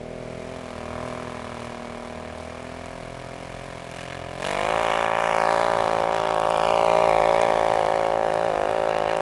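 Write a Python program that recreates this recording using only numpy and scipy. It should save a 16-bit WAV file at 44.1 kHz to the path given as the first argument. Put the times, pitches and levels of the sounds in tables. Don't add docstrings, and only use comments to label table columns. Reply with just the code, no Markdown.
import sys
import numpy as np
from scipy import signal
from scipy.fft import rfft, irfft, next_fast_len
from scipy.io import wavfile
from scipy.ndimage import uniform_filter1d, map_coordinates

SR = 44100
rng = np.random.default_rng(int(sys.argv[2]) if len(sys.argv) > 2 else 0)


def pcm_store(signal):
    levels = np.round(np.clip(np.atleast_2d(signal), -1, 1) * 32767)
    wavfile.write(sys.argv[1], SR, levels.astype(np.int16).T)


def amplitude_ratio(level_db):
    exponent = np.asarray(level_db, float) / 20
    return 10 ** exponent


N = 406150


def unit(x):
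    return x / np.sqrt(np.mean(x ** 2) + 1e-20)


def steady(x):
    power = uniform_filter1d(uniform_filter1d(x ** 2, size=4000), size=4000)
    return x / np.sqrt(np.abs(power) + 1e-20)


def seconds():
    return np.arange(N) / SR


def along(points, hz):
    f, v = np.transpose(points)
    return np.interp(np.log(hz + 1), np.log(f + 1), v)


def curves(rows, s=None):
    t, *columns = np.transpose(rows)
    at = seconds() if s is None else s
    return [np.interp(at, t, column) for column in columns]


def humps(when, size, width_s, s):
    return sum(a * np.exp(-.5 * ((s - t) / width_s) ** 2) for t, a in zip(when, size))


def filtered(x, response):
    m = next_fast_len(N + SR // 2)
    return irfft(rfft(x, m) * response(np.fft.rfftfreq(m, 1 / SR)), m)[:N]


def resonance(f, centre_hz, width_hz):
    return 1j * f * width_hz / (centre_hz ** 2 - f * f + 1j * f * width_hz)


def causal(spectrum):
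    def response(hz):
        cepstrum = irfft(np.log(np.maximum(amplitude_ratio(along(spectrum, hz)), 1e-6)))
        half = len(cepstrum) // 2
        cepstrum[1:half] *= 2
        cepstrum[half + 1:] = 0
        return np.exp(rfft(cepstrum))
    return response


def pulses(s, size):
    keep = (s >= 0) & (s < (N - 1) / SR)
    return np.bincount(np.round(s[keep] * SR).astype(int), size[keep], N)


def bursts(s, size, decay_s):
    envelope = signal.lfilter([1], [1, -np.exp(-1 / (decay_s * SR))], pulses(s, size))
    return envelope * rng.standard_normal(N)


# (frequency [Hz], level [dB per Hz])
DISTANT = [(15, -36), (25, -16.5), (102, 0), (253, -8.5), (328, -10.5), (383, -8), (581, -8), (645, -9.5),
           (836, -4.5), (2250, -10), (3500, -16.5), (9890, -28.5), (12500, -37), (16200, -85),
           (22000, -120)]


def distant():
    swell_db = map_coordinates(rng.standard_normal(40), [np.arange(N) * 3 / SR])
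    noise = filtered(rng.standard_normal(N), lambda f: amplitude_ratio(along(DISTANT, f)))
    return amplitude_ratio(-43.5 + swell_db) * unit(noise)


# (frequency [Hz], t60 [s])
TREES = [(200, 0.072), (1000, 1), (8000, 0.011)]


def trees(x):
    out, step = np.zeros(N + SR), SR // 4
    for start in range(-step, N, step):
        hz, t, z = signal.stft(rng.standard_normal(SR // 3), SR, nperseg=256)
        decay = amplitude_ratio(-60 * t / along(TREES, hz)[:, None])
        tail = signal.istft(z * decay, SR, nperseg=256)[1]
        at = np.arange(max(start, 0), min(start + 2 * step, N))
        fade = np.sin(np.pi * (at - start) / (2 * step)) ** 2
        echo = signal.fftconvolve(x[at] * fade, tail / np.linalg.norm(tail))
        out[at[0]:at[0] + len(echo)] += echo
    return out[:N]


# (time [s], first notch [Hz], share [0-1])
BOUNCE = [(0, 1190, 0), (.6, 1300, 0), (4.4, 5260, 0.12), (4.9, 4700, 0.5), (5.3, 4300, 0.76),
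          (5.5, 3000, 0.49), (6, 2270, 0.02), (6.6, 2040, 0.6), (7, 1580, 0.44), (7.6, 1360, 0.3),
          (8.6, 1060, 0.34), (9.21, 1130, 0.22)]


def snow(x, gain=1):
    notch_hz, share = curves(BOUNCE)
    dull = filtered(x, lambda f: 1 / (1 + (f / 5200) ** 4))
    bounce = np.interp(np.arange(N) - SR / notch_hz, np.arange(N), dull)
    return steady(x - np.clip(gain * share, 0, 1) * bounce)


# (time [s], throttle [0-1], load of deep snow [0-1])
RIDING = [
    (0, 0, 0),
    (2, 0, 0),
    (3, 0, .9),
    (4.38, .1, 1),
    (4.44, .6, 1),
    (4.7, .9, 1),
    (5, 1, 1),
]
# (rear over front [dB], front pipe echo [0-1], silencer echo [0-1], roughness [0-1])
ROLLING = (-2, .68, .5, .09)
DIGGING = (-.5, .83, .2, .15)
FLAT_OUT = (6, .46, .07, .1)


def riding(s=None):
    throttle, load = curves(RIDING, s)
    mix = []
    for rolling, digging, flat_out, power in zip(ROLLING, DIGGING, FLAT_OUT, (3, 1, 1, 1)):
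        opened = throttle ** power
        mix.append((1 - opened) * (rolling + load * (digging - rolling)) + opened * flat_out)
    return [throttle] + mix


# (time [s], rate [firing pairs/s])
SPEED = [(0.0, 39.14), (0.12, 41.22), (0.55, 42.82), (0.8, 39.45), (1.1, 41.76), (1.6, 39.55), (2.3, 39.85),
         (2.75, 42.05), (3.5, 42.72), (4.38, 44.15), (4.78, 56.92), (5.7, 56.37), (6.4, 55.48),
         (6.95, 57.13), (7.8, 55.18), (8.5, 55.41), (9.21, 55.04)]
# (time [s], change [firing pairs/s])
RUTS = [(0.26, -1.25), (0.43, -1.21), (1.12, -1.13), (3.05, -1.19), (3.41, 1.48), (3.67, 1.72),
        (3.76, -1.53), (3.91, -2.1), (4.23, -2.03), (4.92, -1.8), (5.08, -1.32), (5.36, -1.28),
        (5.45, -0.99), (5.56, 0.7), (5.65, 1.81), (5.76, 1.14), (5.85, -1.41), (6.38, -1.12), (6.59, -1.74),
        (7.13, -2.03), (7.22, -1.71), (7.42, 1.66), (7.84, -2.41), (8.31, -1.18), (8.45, 1.48),
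        (8.53, -2.3), (8.59, -3.86), (8.65, -2.68), (8.95, -1.75), (9.05, -2.04)]
RUT_S = .03
CLUTCH_S, FLARE_S, FLARE_HZ = 4.53, .04, 1.3


def speed():
    t = seconds()
    clutch = humps([CLUTCH_S - FLARE_S, CLUTCH_S + FLARE_S], [FLARE_HZ, -FLARE_HZ], RUT_S, t)
    return curves(SPEED)[0] + humps(*np.transpose(RUTS), RUT_S, t) + clutch


def turns():
    return np.cumsum(speed()) / SR - .52


PITCHING_S, PITCHING_RATE = .00012, 16
EARLY, EARLY_LOAD, EARLY_THROTTLE = .317, .015, .023
SNAP_S, SNAP_LASTS_S, SNAP_DB = 4.9, 0.045, -2


def firings():
    pairs = turns()
    rear = np.interp(np.arange(int(pairs[-1]) + 1), pairs, seconds()) - .0003
    rocking = map_coordinates(rng.standard_normal(200), [np.abs(rear) * PITCHING_RATE])
    rear = rear + PITCHING_S * rocking
    throttle, lead_db = riding(rear)[:2]
    lead_db = lead_db + humps([SNAP_S], [SNAP_DB], SNAP_LASTS_S, rear)
    load = curves(RIDING, rear)[1]
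    early = EARLY - EARLY_THROTTLE * throttle - EARLY_LOAD * (1 - throttle) * load
    front = rear - early / np.interp(rear, seconds(), speed())
    chance = rng.standard_normal((2 * len(rear), 2))
    s = np.r_[front, rear] + .00004 * chance[:, 0]
    size = amplitude_ratio(np.r_[-lead_db / 2, lead_db / 2] + .8 * chance[:, 1])
    return s, size, np.repeat([0, 1], len(rear))


def blowdown(s, size, rear):
    pipe, silencer = riding(s)[2:4]
    if rear:
        pipe = .2 * pipe
    else:
        silencer = 0.15 * silencer
    scatter = rng.standard_normal((len(s), 2))
    train = pulses(s, size)
    train = train + pulses(s + 0.001764 + .00005 * scatter[:, 0], size * pipe)
    train = train + pulses(s + 0.00303, size * 0.64 * pipe ** 2)
    train = train + pulses(s + 0.00491 + .00008 * scatter[:, 1], size * silencer)
    train = train + pulses(s + 0.0075 + 0.00027 * scatter[:, 0], size * 0.76 * silencer)
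    return -train


# (multiple of the pair rate, level [dB])
CRUISE = [(1, -26), (2, -5.5), (3, -39), (4, -9.5), (5, -9.5), (6, 3), (7, -19)]
DIG = [(1, -1), (2, -3.5), (3, 7), (4, 1.5), (5, -7.5), (6, -8.5), (7, -4)]
FLAT = [(1, -7), (2, -6.5), (3, -2.5), (4, 4.5), (5, -1.5)]
# (time [s], cruising [0-1], digging [0-1], flat out [0-1])
GAIT = [
    (0, 1, 0.9, 0.8),
    (.7, 1, 0.45, 0),
    (2.4, 1, 0.05, 0),
    (3.2, 0.43, 0.9, 0),
    (4.35, 0, 1, 0.15),
    (4.6, 0, 1, 1),
    (9.21, 0, 0.76, 1),
]


def thump():
    pairs, out = turns(), np.zeros(N)
    for share, orders in zip(np.clip(curves(GAIT), 0, 1), (CRUISE, DIG, FLAT)):
        for k, db in orders:
            drift = map_coordinates(rng.standard_normal(60), [np.arange(N) * 5 / SR], order=1)
            tone = np.sin(2 * np.pi * k * (pairs - .05) + 0.075 * k * k)
            out = out + share * amplitude_ratio(db + 3.2 * drift) * tone
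    return steady(out)


# (centre [Hz], width [Hz])
PART = [
    [(710, 590), (553, 1800)],
    [(485, 390), (356, 6300)],
]
# (centre [Hz], width [Hz])
FULL = [(640, 634), (800, 900)]
SIDE_S, SIDE_LASTS_S, SIDE_SHARE, SIDE_HZ = 1.36, 0.49, 0.47, 1000


def bark(trains, s, size):
    throttle, *_, rough = riding()
    puff = np.sqrt(.18 * rough * np.abs(uniform_filter1d(sum(trains) ** 2, size=4000)))
    front = trains[0] + puff * steady(bursts(s, size, decay_s=0.017))
    rear = trains[1]

    def ring(x, a, b):
        return filtered(x, lambda f: resonance(f, 448, 905) * resonance(f, *a) * resonance(f, *b))

    part = ring(front, *PART[0]) + 1.3 * ring(rear, *PART[1])
    part = part + 0.34 * filtered(part, lambda f: resonance(f, 667, 140))
    header = steady(ring(front, (SIDE_HZ, 500), (SIDE_HZ, 900)))
    part = steady(part) + humps([SIDE_S], [SIDE_SHARE], SIDE_LASTS_S, seconds()) * header
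    hidden = np.interp(seconds(), [.35, .7], [.9, 0])
    screened = filtered(part, lambda f: 1.3 / (1 + (f / 720) ** 6))
    part = steady((1 - hidden) * part + hidden * screened)
    full = steady(ring(front + rear, *FULL))
    return snow((1 - throttle) * part + throttle * full)


# (centre [Hz], width [Hz], level [dB])
SHELL = [(1130, 740, 19), (1603, 810, 16.5), (2323, 150, 9.5), (3170, 180, -3), (3720, 500, -39),
         (3000, 9400, 5.5)]
PIPE_ECHO_S, PIPE_ECHO = .00174, .4
RASP_BOUNCES, EDGE_SHARE = 1.3, .35


def rasp(train, s, size):
    puff = steady(bursts(s, np.sqrt(size), decay_s=0.0028))
    source = EDGE_SHARE * steady(train) + puff

    def metal(f):
        shell = sum((-1) ** k * amplitude_ratio(db) * resonance(f, c, w) for k, (c, w, db) in enumerate(SHELL))
        echo = 1 + PIPE_ECHO * np.exp(-2j * np.pi * f * PIPE_ECHO_S)
        return echo * shell * resonance(f, 2500, 1180)

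    return snow(filtered(source, metal), RASP_BOUNCES)


# (frequency [Hz], level [dB per Hz])
HISS = [(2000, -6), (3500, 6), (5000, 0.5), (7000, -1.5), (9000, -2.5), (11000, 0), (13000, -5.5)]
SPITE_DB, SPITE_SHARE = 4, .32


def hiss(s, size):
    spite = amplitude_ratio(SPITE_DB * rng.exponential(size=len(s)))
    jet = steady(bursts(s, size, decay_s=0.0074))
    jet = jet + SPITE_SHARE * unit(bursts(s, size * spite, decay_s=0.0012))
    return snow(filtered(jet, lambda f: amplitude_ratio(along(HISS, f))), RASP_BOUNCES)


# (time [s], peak level [dB])
CRACKS = [(2.8575, -36), (3.9141, -33), (3.9595, -36), (4.7247, -34), (4.8295, -26), (4.9557, -31),
          (5.1992, -30), (6.1226, -33), (6.1465, -28), (6.3071, -29), (6.344, -28), (6.3994, -28),
          (6.5007, -29), (6.574, -29), (6.8474, -32), (7.0933, -29), (7.4151, -20), (7.6291, -30),
          (7.7379, -32), (7.8611, -28), (8.3385, -31), (8.7122, -35), (8.8923, -34), (8.9845, -30),
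          (9.1696, -29)]


def cracks(s):
    when, db = np.transpose(CRACKS)
    nearest = s[np.argmin(np.abs(s - when[:, None]), axis=1)]
    shocks = bursts(nearest, amplitude_ratio(db + 7), decay_s=0.00066)
    return filtered(shocks, lambda f: resonance(f, 8400, 14000))


# (time [s], level [dB], clear view of the pipe mouth [dB])
EXHAUST = [(0, -38, -12), (.5, -37.5, -3), (.65, -39, 0), (1.02, -33.5, -7.5), (1.3, -36.5, -2.5),
           (2.3, -38.5, -3.5), (3.87, -40, 3), (4.38, -36, 0.5), (4.45, -28.5, 6.5), (4.75, -23, 0),
           (5.13, -23.5, 1.5), (5.5, -21, -0.5), (6.2, -23.5, -5.5), (6.6, -21.5, -2.5), (6.95, -19, -5),
           (7.44, -20, -5), (8.2, -23.5, -5.5), (9.21, -24, -6)]
# (time [s], rasp [dB], hiss [dB])
GAPS = [(1.08, -3, 4.5), (1.64, 3, 4), (2.05, 2, 2), (2.28, 4, -4), (2.41, -19, 5), (4.0, 7.5, 3.5),
        (4.13, 8, 0), (4.25, 1, -4), (4.46, 1.5, 3.5), (4.93, 3.5, 0.5), (5.13, -1.5, -7),
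        (5.36, -2.5, 0.5), (5.59, 1.5, 1.5), (6.1, -3, -4), (6.16, 7, 2), (6.28, 5, -5), (6.67, 3.5, 1),
        (7.41, 3, -2), (8.18, -5, -3), (8.95, 5, -11), (9.11, 7, -11)]
GAP_S = 0.041
RASP_DB, HISS_DB, HISS_FOLLOWS, HISS_DULLS_DB = -11, -12.5, 0.87, -7
THUMP_DB, THUMP_FOLLOWS, THUMP_GAINS_DB = -6, 0.81, -13.5


def quad():
    s, size, rear = firings()
    trains = [blowdown(s[rear == k], size[rear == k], k) for k in range(2)]
    bark_db, view_db = curves(EXHAUST)
    throttle = riding()[0]
    when, *gap_db = np.transpose(GAPS)
    rasp_gap, hiss_gap = [humps(when, db, GAP_S, seconds()) for db in gap_db]
    usual_db = -38 + 15 * throttle
    thump_db = usual_db + THUMP_FOLLOWS * (bark_db - usual_db) + THUMP_DB + THUMP_GAINS_DB * throttle
    rasp_db = bark_db + RASP_DB + view_db + rasp_gap
    hiss_db = bark_db + HISS_DB + HISS_FOLLOWS * view_db + HISS_DULLS_DB * throttle + hiss_gap
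    note = amplitude_ratio(bark_db) * bark(trains, s, size)
    note = note + amplitude_ratio(thump_db) * thump()
    note = note + amplitude_ratio(rasp_db) * rasp(sum(trains), s, size)
    note = note + amplitude_ratio(hiss_db) * hiss(s, size)
    return note + cracks(s)


def scene():
    machine = quad()
    near_db = [-3.5, -2, 1, -2, 0.5, 1.0]
    near = np.interp(seconds(), [0, .15, .6, 4.3, 4.6, 9.21], amplitude_ratio(near_db))
    return (machine + amplitude_ratio(-21) * trees(machine) + near * distant())[None]


# (frequency [Hz], level [dB])
MIC = [(20, 5.5), (1950, -1), (2300, 4), (2700, -1.5), (10000, -1), (11000, -8.5), (12000, -21),
       (12800, -38), (16000, -35)]


def microphone(dry):
    return filtered(dry[0], causal(MIC))[None]


def top_cut(x):
    return signal.sosfilt(signal.butter(12, 12650, fs=SR, output="sos"), x)


def record(dry):
    mix = microphone(dry)
    return top_cut(mix)


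dry = scene()
out = record(dry)
pcm_store(out)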